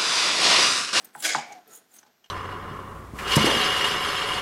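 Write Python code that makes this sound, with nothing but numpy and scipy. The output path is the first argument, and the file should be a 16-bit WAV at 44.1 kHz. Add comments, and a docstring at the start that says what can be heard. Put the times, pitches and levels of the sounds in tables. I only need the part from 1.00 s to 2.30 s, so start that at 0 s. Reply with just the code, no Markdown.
"""In a kitchen, a metal spoon digs baking powder out of a small tin.
It knocks the tin, drags hard along the wall, duller as it sinks into the powder, and knocks once more
during the drag. Light slides over the rim, small ticks and two faint knocks surround this.
Scrapes are dense random grains, filtered; resonances are randomly pushed tones; knocks are falling
sweeps with fading sines; ticks are noise and sines. A soft rustle, echoes and quiet room noise lie below."""
import sys
import numpy as np
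from scipy import signal
from scipy.fft import rfft, irfft
from scipy.io import wavfile
from scipy.ndimage import map_coordinates

SR = 44100
rng = np.random.default_rng(int(sys.argv[2]) if len(sys.argv) > 2 else 0)


def generate_wav(sig):
    """Save sig (samples, or channels by samples) to the path in sys.argv[1] as 16-bit PCM at SR."""
    pcm = np.round(np.clip(np.atleast_2d(sig).T, -1, 1) * 32767).astype(np.int16)
    wavfile.write(sys.argv[1], SR, pcm)


N = 57330
T = np.arange(N) / SR  # time in s
HZ = np.fft.rfftfreq(2 * N, 1 / SR)  # frequencies of a spectrum padded to twice the length

# colour of the quiet kitchen: f/Hz, relative level/dB
AIR_COLOUR = [(25, 14.5), (90, -5), (160, -3), (400, -17), (800, -11), (2000, -8.5), (6000, -9.5),
              (11000, -21), (16000, -15.5)]
AIR_DB, WHINE_HZ, WHINE_WIDTH_HZ, WHINE_DB = -70, 12170, 420, -77.5
# how long the room's echoes take to drop by 60 dB: f/Hz, t60/s
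ROOM_DECAY = [(150, .45), (800, 0.46), (4000, 0.2), (9000, 0.32), (15000, 0.18)]
ROOM_DB = -14.5
LOW_CUT_HZ, EDGE_HZ = 110, 15950

# low rustle of the shifting tin and powder: t/s, level/dB
RUSTLE_LEVEL = [(0, -56.5), (.06, -57), (.125, -63), (.17, -56), (.3, -56.5), (.38, -45), (.45, -52.5),
                (.55, -52.5), (.635, -64.5), (.71, -57.5), (.8, -62), (.88, -69.5), (.98, -60),
                (1.03, -65.5), (1.08, -66.5), (1.22, -72)]
# colour of the rustle: f/Hz, relative level/dB
RUSTLE_TONE = [(40, -13), (100, -17.5), (150, -8), (250, -0.5), (580, -5.5), (730, -1), (1050, -9),
               (1500, -4.5), (2400, -12), (6000, -15), (14000, -45)]

# ticks of the spoon: t/s, level/dB, ring f/Hz, ring against chatter/dB,
# tilt/(dB per octave), treble edge f/Hz
SPOON_TICKS = [(0.0447, -40, 13960, 1.5, 4, 16800), (0.051, -50.5, 8830, 3, 13, 16000),
               (0.223, -25.5, 3680, -14, 2, 11600), (0.522, -42, 6480, 0.5, 4, 7540),
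               (0.675, -58, 13300, 6.5, 3, 15500), (0.734, -55, 6910, 7.5, -1, 12000),
               (0.7554, -55.5, 9640, 11, 0, 15000), (0.938, -45.5, 8950, -6.5, 4, 15500),
               (0.9858, -48, 6300, 4.5, 1, 8050), (1.0287, -53, 5800, -5.5, -4, 7100),
               (1.0628, -54.5, 6200, -20, -3.5, 7580), (1.2414, -52, 3033, 4.5, -3.5, 7520),
               (1.258, -52.5, 2976, -1.5, -3.5, 7620)]
TICK_T60_S, TICK_RISE_S, TICK_LOW_HZ = 0.038, 0.0033, 595
# partials of a tick's ring, a close pair and an overtone: frequency ratio, level/dB
TICK_PARTIALS = [(.955, 2), (1.04, 2), (2.03, -6)]
RING_T60_S = 0.026

# light slides on the rim: start t/s, peak t/s, end t/s, level/dB, pitch factor
RIM_SLIDES = [(-.02, 0.015, 0.1, -58, 1.13), (0.038, .049, 0.11, -58, 0.89),
              (0.126, 0.164, 0.18, -48.5, 1.15), (0.169, 0.205, 0.28, -38.5, 1.07),
              (0.432, 0.485, 0.71, -64.5, 0.95), (0.867, .92, 0.96, -62.5, 1.02),
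              (0.671, 0.763, 0.81, -45, 0.96), (0.918, 0.961, 1.024, -50, 0.91)]
SLIDE_ENDS_DB, SLIDE_FADE_S = -20.5, 0.011  # level at both ends against the peak; fade at both ends
SLIDE_GRAINS_PER_S, SLIDE_SPREAD_DB = 1300, 3.6
SLIDE_CLUMP_DB, SLIDE_CLUMP_HZ = 3.5, 90.57  # depth and top speed of the uneven contact
# colour of the spoon's friction: f/Hz, relative level/dB
SPOON_COLOUR = [(100, -43.5), (500, -16), (1400, -9), (2400, -13), (3300, -2), (5000, -13), (8000, -4),
                (11000, -0.5), (12500, -14), (14500, -9), (16000, -9.5)]
# modes of the spoon, before a slide's pitch factor: f/Hz, width/Hz, level against friction/dB
SPOON_MODES = [(7110, 540, 0), (8840, 420, -6.5), (9690, 380, -5.5), (11170, 410, -7.5), (13490, 320, -7.5),
               (15000, 430, -2)]

# knocks on the tin: t/s, level/dB, pitch factor of the sweep, level of the ring/dB
TIN_KNOCKS = [(0.1507, -30.5, 1.05, 4), (.3481, -10.5, 0.939, 1), (1.03, -47, 0.985, 0.5),
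              (1.064, -55, 0.61, 5)]
# the first bending wave of a knock sweeps down (before the pitch factor)
SWEEP_TOP_HZ, SWEEP_END_HZ, SWEEP_S, SWEEP_PEAK_S = 2152, 697, 0.0018, 0.00098
# what the knocked tin rings with: f/Hz, relative level/dB, t60/s, rise t/s
TIN_MODES = [(844, -3, 0.023, 0.00049), (961, -18.5, 0.11, .001), (1526, -15.5, 0.068, .0004),
             (321, -17.5, 0.037, 0.00099), (237.1, -28, 0.25, 0.0067), (151.8, -11, 0.11, 0.022)]
TIN_LAG_S = 0.003477  # the ring starts this long after the sweep
# the struck tin rattles on, unevenly
RATTLE_HZ, RATTLE_WIDTH_HZ, RATTLE_DB, RATTLE_T60_S = 845, 267, -17, 0.19

# flaring resonances of the rubbed tin: peak t/s, half length/s, f/Hz, width/Hz, level/dB
TIN_FLARES = [(0.265, .022, 326.6, 12, -49), (0.256, 0.0065, 3300, 100, -32),
              (0.298, 0.03, 2156, 200, -33.5), (.386, 0.0068, 810, 56, -32), (0.406, 0.04, 2195, 460, -43),
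              (0.507, 0.055, 748.4, 100, -48.5), (0.512, 0.029, 2247, 220, -51),
              (0.523, .01, 825, 45, -45.5), (0.578, 0.018, 728, 25, -47.5), (.697, 0.021, 430, 160, -59.5),
              (0.721, 0.016, 1330, 33, -59), (0.767, 0.015, 455, 20, -62.5)]

# the digging stroke: t/s, level/dB, treble edge f/Hz
DIG_STROKE = [(0.217, -75, 15000), (0.235, -33, 13500), (0.25, -22.5, 11700), (0.281, -26, 9800),
              (0.331, -28.5, 7330), (0.382, -34.5, 6900), (0.433, -44.5, 6430), (0.468, -49, 6100),
              (.535, -68, 5740), (0.602, -86, 5000)]
# colour of the scraped wall: f/Hz, relative level/dB
WALL_COLOUR = [(60, -38.5), (180, -25), (330, -14.5), (650, -3.5), (1000, -11.5), (1300, -8.5),
               (1550, -2.5), (2300, -2), (2600, -5), (3300, -2), (4200, -5), (7000, -4.5), (11000, -10.5),
               (16000, -14)]
# resonances of the wall: f/Hz, width/Hz, boost/dB
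WALL_RESONANCES = [(1508, 12, 7.5), (1635, 13, 9), (2264, 110, 5), (3350, 130, 2.5), (4976, 110, 7),
                   (6630, 44, 8.5), (7070, 51, 8)]
DIG_GRAINS_PER_S, DIG_SPREAD_DB = 3600, 1
# random louder and softer patches: depth, and size in frequency and time
DIG_PATCH_DB, DIG_PATCH_HZ, DIG_PATCH_S = 1.5, 588, .012


def amp(db):
    """Turns decibels into gain."""
    return 10 ** (np.asarray(db) / 20)


def evened(x):
    """Scales a signal to an rms of 1."""
    return x / np.sqrt(np.mean(x ** 2) + 1e-20)


def read(points, hz):
    """Reads a table of values between its points, along a log-frequency axis."""
    f, value = np.transpose(points)
    return np.interp(np.log(hz + 1), np.log(f), value)


def level(times, db):
    """Draws a gain curve through points in dB, practically silent outside them."""
    return amp(np.interp(T, times, db, left=-140, right=-140))


def boosts(peaks):
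    """The lift in dB that resonances give to a spectrum."""
    power = 1
    for hz, width, db in peaks:
        power = power + (amp(abs(db)) ** 2 - 1) / (1 + (2 * (HZ - hz) / width) ** 2)
    return 10 * np.log10(power)


def colour(x, db):
    """Filters a sound to the given dB at each frequency, without sounding ahead of its cause."""
    log_gain = np.log(amp(np.r_[db, db[-2:0:-1]]))
    response = np.exp(np.conj(signal.hilbert(log_gain)))[:N + 1]
    return irfft(rfft(x, 2 * N) * response)[:N]


def grains(per_s, spread_db):
    """Friction: dense tiny slips of uneven size, in either direction."""
    slips = rng.random(N) < per_s / SR
    sizes = amp(spread_db * np.minimum(rng.exponential(1, N), 4))
    return slips * sizes * rng.choice([-1, 1], N)


def ringing(hz, width_hz):
    """A resonance kept ringing by random pushes, its swings in loudness softened."""
    r = np.exp(-np.pi * width_hz / SR)
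    pushes = rng.standard_normal(N) + 1j * rng.standard_normal(N)
    z = signal.lfilter([1], [1, -2 * r, r * r], pushes)
    softened = z / np.sqrt(abs(z) + 1e-12)
    carrier = np.exp(2j * np.pi * np.cumsum(hz * np.ones(N)) / SR)
    return evened((softened * carrier).real)


def air():
    """Room noise, with a thin high whine as a narrow wavering band."""
    noise = evened(colour(rng.standard_normal(N), read(AIR_COLOUR, HZ)))
    return amp(AIR_DB) * noise + amp(WHINE_DB) * ringing(WHINE_HZ, WHINE_WIDTH_HZ)


def room(x, first_s=.004):
    """Sparse reflections from the room, each band dying at its own speed."""
    taps = (rng.random(N) < 2500 / SR) * rng.choice([-1., 1.], N) * (T > first_s)
    hz, t, z = signal.stft(taps, SR, nperseg=256)
    decay = amp(-60 * t / read(ROOM_DECAY, hz)[:, None])
    tail = signal.istft(z * decay, SR, nperseg=256)[1]
    return signal.fftconvolve(x, tail / np.linalg.norm(tail))[:N]


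def rustle(per_s=1500):
    """Soft, low friction of the tin and the powder in it, as filtered grains."""
    grit = evened(colour(grains(per_s, 0), read(RUSTLE_TONE, HZ)))
    return grit * amp(np.interp(T, *np.transpose(RUSTLE_LEVEL)))


def tick(start, db, ring_hz, ring_db, tilt_db, edge_hz):
    """A brief chatter of metal, as fading noise, and a damped ring of a few sines."""
    tilt = tilt_db * np.log2(1 + HZ / TICK_LOW_HZ)
    low_cut = 1 + (TICK_LOW_HZ / (HZ + 10)) ** 2
    high_cut = 1 + (HZ / edge_hz) ** 10
    shape = tilt - 10 * np.log10(low_cut * high_cut)
    t = np.maximum(T - start, 0)
    chatter = evened(colour(rng.standard_normal(N), shape)) * amp(-60 * t / TICK_T60_S)
    ring = 0
    for ratio, partial_db in TICK_PARTIALS:
        if ring_hz * ratio < 1.2 * edge_hz:  # partials far above the treble edge are left out
            fade = amp(ring_db + partial_db - 60 * t / RING_T60_S)
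            ring = ring + fade * np.sin(2 * np.pi * ring_hz * ratio * t)
    return amp(db) * (np.sqrt(2) * chatter + 2 * ring) * (1 - np.exp(-t / TICK_RISE_S))


def clumps():
    """Uneven contact: a quick random gain."""
    wobble = irfft(rfft(rng.standard_normal(2 * N)) / (1 + (HZ / SLIDE_CLUMP_HZ) ** 4))[:N]
    return evened(amp(SLIDE_CLUMP_DB * evened(wobble)))


def slide(start, peak, end, db, pitch):
    """Fine friction swells and fades; each mode of the spoon flares as the contact point moves."""
    sound = evened(colour(grains(SLIDE_GRAINS_PER_S, SLIDE_SPREAD_DB), read(SPOON_COLOUR, HZ)))
    for hz, width, mode_db in SPOON_MODES:
        sound = sound + amp(mode_db) * ringing(hz * pitch, width) * clumps()
    touch = np.clip(np.minimum(T - start, end - T) / SLIDE_FADE_S, 0, 1)
    swell = level([start, peak, end], [db + SLIDE_ENDS_DB, db, db + SLIDE_ENDS_DB])
    return evened(sound) * touch * swell


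def knock(start, db, pitch, ring_db):
    """A hollow knock: a quick falling sweep, then rattle and ring of the wall, the low thud last."""
    t = np.maximum(T - start, 0)
    fall = (SWEEP_TOP_HZ - SWEEP_END_HZ) * SWEEP_S * (1 - np.exp(-t / SWEEP_S))
    turns = pitch * (SWEEP_END_HZ * t + fall)
    burst = (t / SWEEP_PEAK_S * np.exp(1 - t / SWEEP_PEAK_S)) ** 2
    out = amp(db) * burst * np.sin(2 * np.pi * turns)
    t = np.maximum(t - TIN_LAG_S, 0)
    rattle = ringing(RATTLE_HZ, RATTLE_WIDTH_HZ)
    rattle_fade = amp(db + ring_db + RATTLE_DB - 60 * t / RATTLE_T60_S)
    out += rattle * rattle_fade * np.minimum(t / TIN_LAG_S, 1)
    for hz, mode_db, t60, rise in TIN_MODES:
        fade = amp(db + ring_db + mode_db - 60 * t / t60)
        out += fade * (1 - np.exp(-t / rise)) ** 2 * np.sin(2 * np.pi * hz * t)
    return out


def flare(peak, half_s, hz, width_hz, db):
    """One resonance of the tin sings up under the dragging spoon and fades."""
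    return ringing(hz, width_hz) * amp(db) * np.exp(-((T - peak) / half_s) ** 2 / 2)


def dig():
    """The spoon grates along the wall in uneven patches; powder damps the treble as it sinks."""
    times, db, edge_hz = np.transpose(DIG_STROKE)
    wall = read(WALL_COLOUR, HZ) + boosts(WALL_RESONANCES)
    grit = evened(colour(grains(DIG_GRAINS_PER_S, DIG_SPREAD_DB), wall))
    hz, t, z = signal.stft(grit, SR, nperseg=256)
    places = np.meshgrid(hz / DIG_PATCH_HZ, t / DIG_PATCH_S, indexing="ij")
    patches = map_coordinates(rng.standard_normal((200, 400)), places, order=1, mode="wrap")
    damping = np.sqrt(1 + (hz[:, None] / np.interp(t, times, edge_hz)) ** 8)
    z = z * amp(DIG_PATCH_DB * evened(patches)) / damping
    return signal.istft(z, SR, nperseg=256)[1][:N] * level(times, db)


def scene():
    """All sounds of the spoon and tin, with the kitchen's echoes and noise."""
    dry = dig() + sum(flare(*row) for row in TIN_FLARES)
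    dry = dry + rustle() + sum(knock(*row) for row in TIN_KNOCKS)
    dry = dry + sum(slide(*row) for row in RIM_SLIDES) + sum(tick(*row) for row in SPOON_TICKS)
    return (dry + amp(ROOM_DB) * room(dry) + air())[None]


def record(dry):
    """The recorder's bass cut and its steep limit on the treble."""
    bass_cut = signal.butter(2, LOW_CUT_HZ, "high", fs=SR, output="sos")
    thin = signal.sosfilt(bass_cut, dry)
    treble_limit = signal.firwin(511, EDGE_HZ, window=("kaiser", 9), fs=SR)
    return signal.oaconvolve(thin, treble_limit[None], "same")


dry = scene()
out = record(dry)
generate_wav(out)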